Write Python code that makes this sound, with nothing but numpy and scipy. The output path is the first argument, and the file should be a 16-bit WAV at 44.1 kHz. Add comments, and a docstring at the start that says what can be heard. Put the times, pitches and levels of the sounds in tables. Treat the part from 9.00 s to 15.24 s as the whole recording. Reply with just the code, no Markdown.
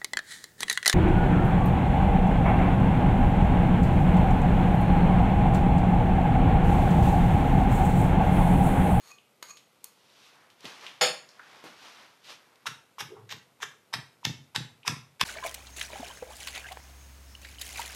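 """On a tiled kitchen floor, a hand sweeps onion out of a glass bowl and sets the bowl down hard.
A paper towel rustles up to the rim of a stone mortar; then the pestle pounds, three blows a second.
The first blows mostly crunch through the pieces, the later ones clack on the stone and thud into
the floor. The mortar's hollow colours the blows, and the tiled room adds a short echo."""
import sys
import numpy as np
from scipy import signal
from scipy.fft import rfft, irfft, next_fast_len
from scipy.io import wavfile
from scipy.ndimage import uniform_filter1d

SR = 44100
rng = np.random.default_rng(int(sys.argv[2]) if len(sys.argv) > 2 else 0)


def to_wav(sig):
    """Store sig (one row per channel, or 1-D mono) as 16-bit WAV at the path in sys.argv[1].

    Samples outside -1..1 are clipped; the rate is SR.
    """
    pcm = np.clip(np.atleast_2d(sig), -1, 1) * 32767
    pcm = np.round(pcm).astype(np.int16)
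    wavfile.write(sys.argv[1], SR, pcm.T)  # frames by channels


N = 275164
EVENT_TIME = np.arange(-SR // 5, SR // 2) / SR  # seconds around one event, which peaks at 0


# The mortar's hollow. Each row: pitch in Hz, width in Hz, relative level in dB.
MORTAR_RESONANCES = [(432, 53, -4.5), (890, 155, -1), (1417, 195, 1), (1800, 330, 0.5), (2680, 740, -1),
                     (3775, 520, 0.5), (5280, 570, -4.5), (6280, 800, -7), (7850, 1770, -15.5),
                     (12360, 2600, -20)]
# The blows. Each row: landing time in seconds, relative levels of clack, crunch and thud in dB,
# seconds from first touch to landing, crunch rise in seconds, levels of pop and squelch in dB.
PESTLE_BLOWS = [(3.669, -28.5, -27, -46.5, 0.012, .013, -25, -40),
                (4.006, -55, -29.5, -45, 0.023, 0.021, -25.5, -47),
                (4.324, -50, -33, -46.5, 0.034, 0.04, -55, -29.5),
                (4.6307, -32, -31.5, -56.5, .028, 0.019, -38, -23.5),
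                (4.939, -26, -25.5, -39.5, .012, 0.011, -31, -25),
                (5.2519, -17, -26.5, -29, 0.021, 0.0094, -35, -34),
                (5.5611, -21.5, -29.5, -32.5, 0.014, 0.019, -30.5, -28),
                (5.8782, -15.5, -25.5, -30.5, .028, 0.019, -33, -16),
                (6.2127, -12, -25.5, -31, 0.017, 0.017, -44, -10)]

def pestle():
    """Each blow pops a piece, crushes the onion and meets stone; the mortar's hollow colours it."""
    out = np.zeros(N)
    for start, clack_db, crunch_db, _, lead, rise, pop_db, squelch_db in PESTLE_BLOWS:
        touching = EVENT_TIME > -lead
        crunch = amp(crunch_db) * swell(rise, fall=0.019) * touching * grit(spread_db=4.5)
        clack_hz = 3500 * 2 ** ((clack_db + 22) / 11)  # 11 dB harder is an octave brighter
        clack = amp(clack_db - 2.5) * band(contact(rise=0.002, fall=0.0033), clack_hz, octaves=2.04)
        # The hollow's levels and pitches vary a little from blow to blow.
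        modes = [(hz, width, db + rng.normal(0, 1.5)) for hz, width, db in MORTAR_RESONANCES]
        blow = resonate(crunch + clack, modes, lower_by=np.exp(rng.normal(0, 0.026)))
        add(out, start, blow + amp(-7) * echo(blow, gap=0.008))
        add(out, start - lead, onion_pop(pop_db, hz=997))
        add(out, start, onion_pop(squelch_db, hz=1085))
    return out


def onion_pop(db, hz):
    """A piece bursts: two short tones near the given pitch, and their echo."""
    hz = hz * np.exp(rng.normal(0, 0.044))
    burst = amp(db) * ring([(hz, 0, 0.018), (hz * 1.13, -7, 0.012)], attack=0.0014)
    return burst + amp(-9) * echo(burst)


# The floor's low notes. Each row: pitch in Hz, relative level in dB, seconds to fade by 60 dB.
FLOOR_TONES = [(133.7, 2.5, 0.063), (142.6, -8.5, 0.077), (226, -4, 0.047)]
# The thud and its bounces off the walls. Each row: delay in seconds, relative level in dB.
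THUD_ARRIVALS = [(0, -8.5), (.018, 0), (0.043, -3.5), (.049, -2.5), (.089, -11.5)]

def floor_thud():
    """At each blow the heavy mortar pushes the floor; the boom builds as the walls return it."""
    out = np.zeros(N)
    push = ring(FLOOR_TONES, attack=0.00029)
    for start, _, _, thud_db, *_ in PESTLE_BLOWS:
        for delay, arrival_db in THUD_ARRIVALS:
            add(out, start + delay, amp(thud_db + arrival_db) * push)
        add(out, start, amp(thud_db - 7.5) * echo(push, gap=0.03))
    return out


# The tone colour of glass hitting tile. Each row: frequency in Hz, relative level in dB.
CLASH_SPECTRUM = [(80, -35.5), (150, -5), (300, -8.5), (600, 6), (1000, -0.5), (3600, 3.5), (4100, -8.5),
                  (4400, -5.5), (5200, 4), (6000, -21.5), (7000, -14), (8100, -15.5), (10400, -18),
                  (14500, -38.5)]
# The bowl's ring, damped by the tile. Each row: pitch in Hz, width in Hz, relative level in dB.
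DAMPED_BOWL_RESONANCES = [(4394, 120, 0.5), (5250, 150, 1.5), (6780, 130, -2), (7420, 210, -8),
                          (8600, 93, -22.5), (9370, 138, -7), (9720, 100, -17.5), (12800, 260, -19)]
# Bowl and tile ringing together. Each row: pitch in Hz, relative level in dB, seconds to fade by 60 dB.
BOWL_AND_TILE_TONES = [(500, 0, .26), (639, -5, .3), (706, -10, .22), (755, -8, .24), (791, -5, .24),
                       (1305, -4, .24), (1803, -9, .26), (2216, -8, .26), (2585, -9, .26), (3601, -4, .28),
                       (4348, -6, .28), (4409, -7, .28), (4999, -7, .3), (5177, -9, .28), (6712, -11, .3),
                       (6811, -9, .3), (7447, -16, .28), (8468, -26, .3), (9408, -16, .28),
                       (9734, -20, .27), (12850, -24, .22)]

def bowl_set_down():
    """The bowl hits the tile and rings; it is heard mostly through the room's echo."""
    out = np.zeros(N)
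    hit = contact(rise=0.00097, fall=0.013)
    clash = amp(-12.5) * filtered(hit, lambda hz: amp(value_at(CLASH_SPECTRUM, hz)))
    clash += amp(-19.5) * resonate(hit, DAMPED_BOWL_RESONANCES)
    ringing = amp(-20.5) * ring(BOWL_AND_TILE_TONES, attack=0.013)
    add(out, 2.012, clash + amp(7) * echo(clash, gap=0.0026) + ringing)
    return out


# The glass bowl's own notes. Each row: pitch in Hz, width in Hz, relative level in dB.
BOWL_RESONANCES = [(1167, 80, -4), (2510, 32, 0.5), (4350, 120, -5.5), (6660, 115, 0.5), (9460, 82, -19),
                   (12800, 120, -20)]
# Fingers on glass. Each row: peak time in seconds, ring and scrape levels in dB, rise and fall in seconds.
FINGER_SWEEPS = [(0.103, -56.5, -55.5, 0.17, 0.03), (.117, -44, -64, 0.012, 0.0043),
                 (0.427, -38.5, -37.5, 0.0017, 0.0085), (0.501, -48.5, -54, 0.057, 0.022),
                 (0.507, -35.5, -54, 0.0032, 0.0072), (0.846, -54.5, -55.5, 0.012, 0.047)]

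def fingers_in_bowl():
    """Fingers sweep the pieces out, and their rubbing makes the glass sing."""
    out = np.zeros(N)
    for peak, ring_db, scrape_db, rise, fall in FINGER_SWEEPS:
        rub = swell(rise, fall) * grit(spread_db=3.5)
        singing = amp(ring_db) * resonate(rub, BOWL_RESONANCES)
        scrape = amp(scrape_db) * band(rub, centre_hz=1270, octaves=3.1)
        sweep = singing + scrape
        add(out, peak, sweep + amp(-5) * echo(sweep))
    return out


# Knocks. Each row: time in seconds, level in dB, pitch in Hz, width in octaves, relative echo in dB.
HANDLING_KNOCKS = [(.184, -49, 2900, 0.32, -5), (.571, -45, 3300, 1.04, -2), (.843, -32, 10700, 1.7, -13),
                   (1.502, -52, 2950, 1.1, -1), (1.607, -49.5, 3940, 1, -24), (1.644, -36, 251, 1.6, -13),
                   (1.654, -33.5, 2900, 0.8, -9), (1.866, -34, 2920, 0.57, -1.5),
                   (2.29, -48.5, 4940, 0.46, 0.5), (2.395, -37.5, 1480, 0.38, -2.5),
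                   (2.64, -38, 430, 1.9, -0.5), (3.245, -49.5, 3300, 0.96, 6.5),
                   (3.557, -56, 3450, 0.93, -13), (5.832, -48.5, 2740, .4, -2)]

def small_knocks():
    """Things tick and knock as they are handled; lower knocks last longer."""
    out = np.zeros(N)
    for start, db, hz, octaves, echo_db in HANDLING_KNOCKS:
        fall = 0.0086 * (3000 / hz) ** 0.71
        knock = amp(db) * band(contact(rise=0.00066, fall=fall), hz, octaves)
        add(out, start, knock + amp(echo_db) * echo(knock))
    return out


# The mortar's slips. Each row: peak time in seconds, level in dB, pitch in Hz, width in octaves,
# rise and fall in seconds.
MORTAR_SHIFTS = [(4.122, -45.5, 397, 0.41, 0.036, 0.065), (4.167, -55, 900, 0.72, 0.034, 0.052),
                 (4.205, -50, 119, 0.37, 0.13, 0.078)]

def mortar_shifting():
    """Between two blows the mortar shifts on its cloth with a hollow rub."""
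    out = np.zeros(N)
    for peak, db, hz, octaves, rise, fall in MORTAR_SHIFTS:
        rub = amp(db) * swell(rise, fall) * unit(band(grit(spread_db=-0.5), hz, octaves))
        add(out, peak, rub + amp(-3.5) * echo(rub))
    return out


# The rustle's low swish and its high hiss. Each row: frequency in Hz, relative level in dB.
SWISH_SPECTRUM = [(60, -23), (160, -7), (400, -4), (1050, 2.5), (2200, -1), (3200, -16), (6000, -49)]
HISS_SPECTRUM = [(1200, -49.5), (2500, -3), (3500, -3.5), (5800, -8.5), (8000, -19), (13300, -25.5),
                 (14200, -55)]
# Strokes of arm and towel. Each row: peak time in seconds, swish level in dB,
# hiss level in dB above the swish, rise and fall in seconds.
TOWEL_STROKES = [(1.27, -65.5, 8, 0.53, 0.22), (1.42, -60, -11, 0.56, 0.24), (1.665, -48, .5, 0.074, 0.31),
                 (1.844, -48, -2.5, 0.092, 0.2), (2.56, -54, -4, 0.49, 0.3), (2.67, -52, -1.5, 0.057, 0.19),
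                 (2.86, -52.5, 1, 0.2, 0.34), (3.01, -54.5, -5, 0.16, 0.21),
                 (3.309, -48.5, 3, 0.076, 0.089), (3.4, -63.5, -5, 0.11, 0.69)]

def towel_rustle():
    """The arm reaches aside and comes back with the paper towel: every stroke swells and fades."""
    swish_power, hiss_power = np.zeros(N), np.zeros(N)
    for peak, db, hiss_db, rise, fall in TOWEL_STROKES:
        stroke = amp(db) * swell(rise, fall, t=np.arange(N) / SR - peak)
        swish_power += stroke ** 2
        hiss_power += (amp(hiss_db) * stroke) ** 2
    swish = np.sqrt(swish_power) * noise(SWISH_SPECTRUM, spread_db=0.5)
    hiss = np.sqrt(hiss_power) * noise(HISS_SPECTRUM, spread_db=2)
    return swish + hiss


# How long the kitchen echoes. Each row: frequency in Hz, seconds to fade by 60 dB.
ECHO_FADE_TIMES = [(120, 0.56), (500, 0.39), (2000, 0.38), (5000, 0.33), (9000, 0.36), (14000, 0.29)]

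def echo(x, gap=0.0052):
    """The tiled room answers after gap seconds with a blur of reflections, about as strong as x."""
    hz, t, spectrum = signal.stft(rng.standard_normal(SR // 2), SR, nperseg=256)
    fade = amp(-60 * t / value_at(ECHO_FADE_TIMES, hz)[:, None])
    _, tail = signal.istft(spectrum * fade, SR, nperseg=256)
    tail = np.pad(tail, (round(gap * SR), 0))
    return signal.fftconvolve(x, tail / np.linalg.norm(tail))[:len(x)]


# The tone colour of the quiet room. Each row: frequency in Hz, relative level in dB.
AIR_SPECTRUM = [(15, -64), (25, -6), (150, -2.5), (342, -5), (498, -2), (554, -5), (826, -6.5),
                (1080, -8.5), (1410, -8.5), (1790, -16), (1940, -10), (6290, -19), (13300, -21),
                (14800, -30.5)]

def room_air():
    """A faint, steady rush lies under everything."""
    return amp(-66) * noise(AIR_SPECTRUM, spread_db=1.5)


def amp(db):
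    """Turn decibels into a factor to multiply by."""
    return 10 ** (np.asarray(db) / 20)


def unit(x):
    """Scale x to an average power of 1."""
    return x / np.sqrt(np.mean(x ** 2) + 1e-20)


def value_at(points, hz):
    """Read between (Hz, value) points, spaced by musical pitch."""
    frequencies, values = np.transpose(points)
    return np.interp(np.log(hz + 1), np.log(frequencies + 1), values)


def filtered(x, response):
    """Turn each frequency of x up or down by response(hz)."""
    size = next_fast_len(len(x) + SR // 4)
    hz = np.fft.rfftfreq(size, 1 / SR)
    return irfft(rfft(x, size) * response(hz), size)[:len(x)]


def shaped(x, response):
    """Like filtered, but white noise keeps its power."""
    return filtered(x, lambda hz: response(hz) / np.sqrt(np.mean(abs(response(hz)) ** 2)))


def band(x, centre_hz, octaves):
    """Keep one broad hump of frequencies."""
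    return shaped(x, lambda hz: (1 + (np.log2((hz + 1) / centre_hz) / octaves) ** 2) ** -1.5)


def resonate(x, modes, lower_by=1):
    """Pass x through (Hz, width, dB) resonances, their pitches divided by lower_by."""
    def response(hz):
        f = hz * lower_by
        return sum((-1) ** k * amp(db) * 1j * f * width / (pitch ** 2 - f ** 2 + 1j * f * width)
                   for k, (pitch, width, db) in enumerate(modes))
    return shaped(x, response)


def grit(spread_db, size=len(EVENT_TIME)):
    """White noise broken into millisecond grains of random strength."""
    grain = unit(uniform_filter1d(rng.standard_normal(size), size=40))
    return unit(rng.standard_normal(size) * amp(spread_db * np.clip(grain, -2, 2)))


def noise(spectrum, spread_db):
    """Grainy noise with the given tone colour, as long as the scene."""
    return shaped(grit(spread_db, size=N), lambda hz: amp(value_at(spectrum, hz)))


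def swell(rise, fall, t=EVENT_TIME):
    """Grow to a peak, then fade; rise and fall are the seconds for 20 dB."""
    return amp(-20 * np.maximum(-t / rise, t / fall))


def contact(rise, fall):
    """Two hard things meet: a cluster of tiny impacts, even across frequency."""
    spectrum = rfft(rng.standard_normal(len(EVENT_TIME)) * swell(rise, fall))
    power = abs(spectrum) ** 2
    flattened = spectrum / np.sqrt(power + np.mean(power) / 10)
    hit = irfft(flattened, len(EVENT_TIME)) * (EVENT_TIME > -2 * rise)
    return hit / np.linalg.norm(hit) * np.sqrt(0.002 * SR)  # the energy of 2 ms at power 1


def ring(tones, attack):
    """A struck thing rings with fading tones; attack, in seconds, softens the start."""
    t = np.maximum(EVENT_TIME, 0)
    onset = 1 - np.exp(-t / attack)
    return onset * sum(amp(db - 60 * t / fade) * np.sin(2 * np.pi * hz * t) for hz, db, fade in tones)


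def add(track, seconds, sound):
    """Mix an event in so that its time 0 falls at the given time."""
    at = round((seconds + EVENT_TIME[0]) * SR) + np.arange(len(sound))
    inside = (at >= 0) & (at < N)
    track[at[inside]] += sound[inside]


def scene():
    """Add all the sources into one channel."""
    air = room_air()
    pounding = pestle() + floor_thud()
    bowl = fingers_in_bowl() + bowl_set_down()
    handling = small_knocks() + mortar_shifting() + towel_rustle()
    return (pounding + bowl + handling + air)[None]


def record(dry):
    """The small microphone drops the deep bass, and the very highest treble is cut off."""
    bottom_hz, top_hz = 100, 14800
    bass_cut = signal.butter(4, bottom_hz, "highpass", fs=SR, output="sos")
    thin = signal.sosfilt(bass_cut, dry[0])
    return filtered(thin, lambda hz: 1 / (1 + (hz / top_hz) ** 120))[None]


dry = scene()
out = record(dry)
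to_wav(out)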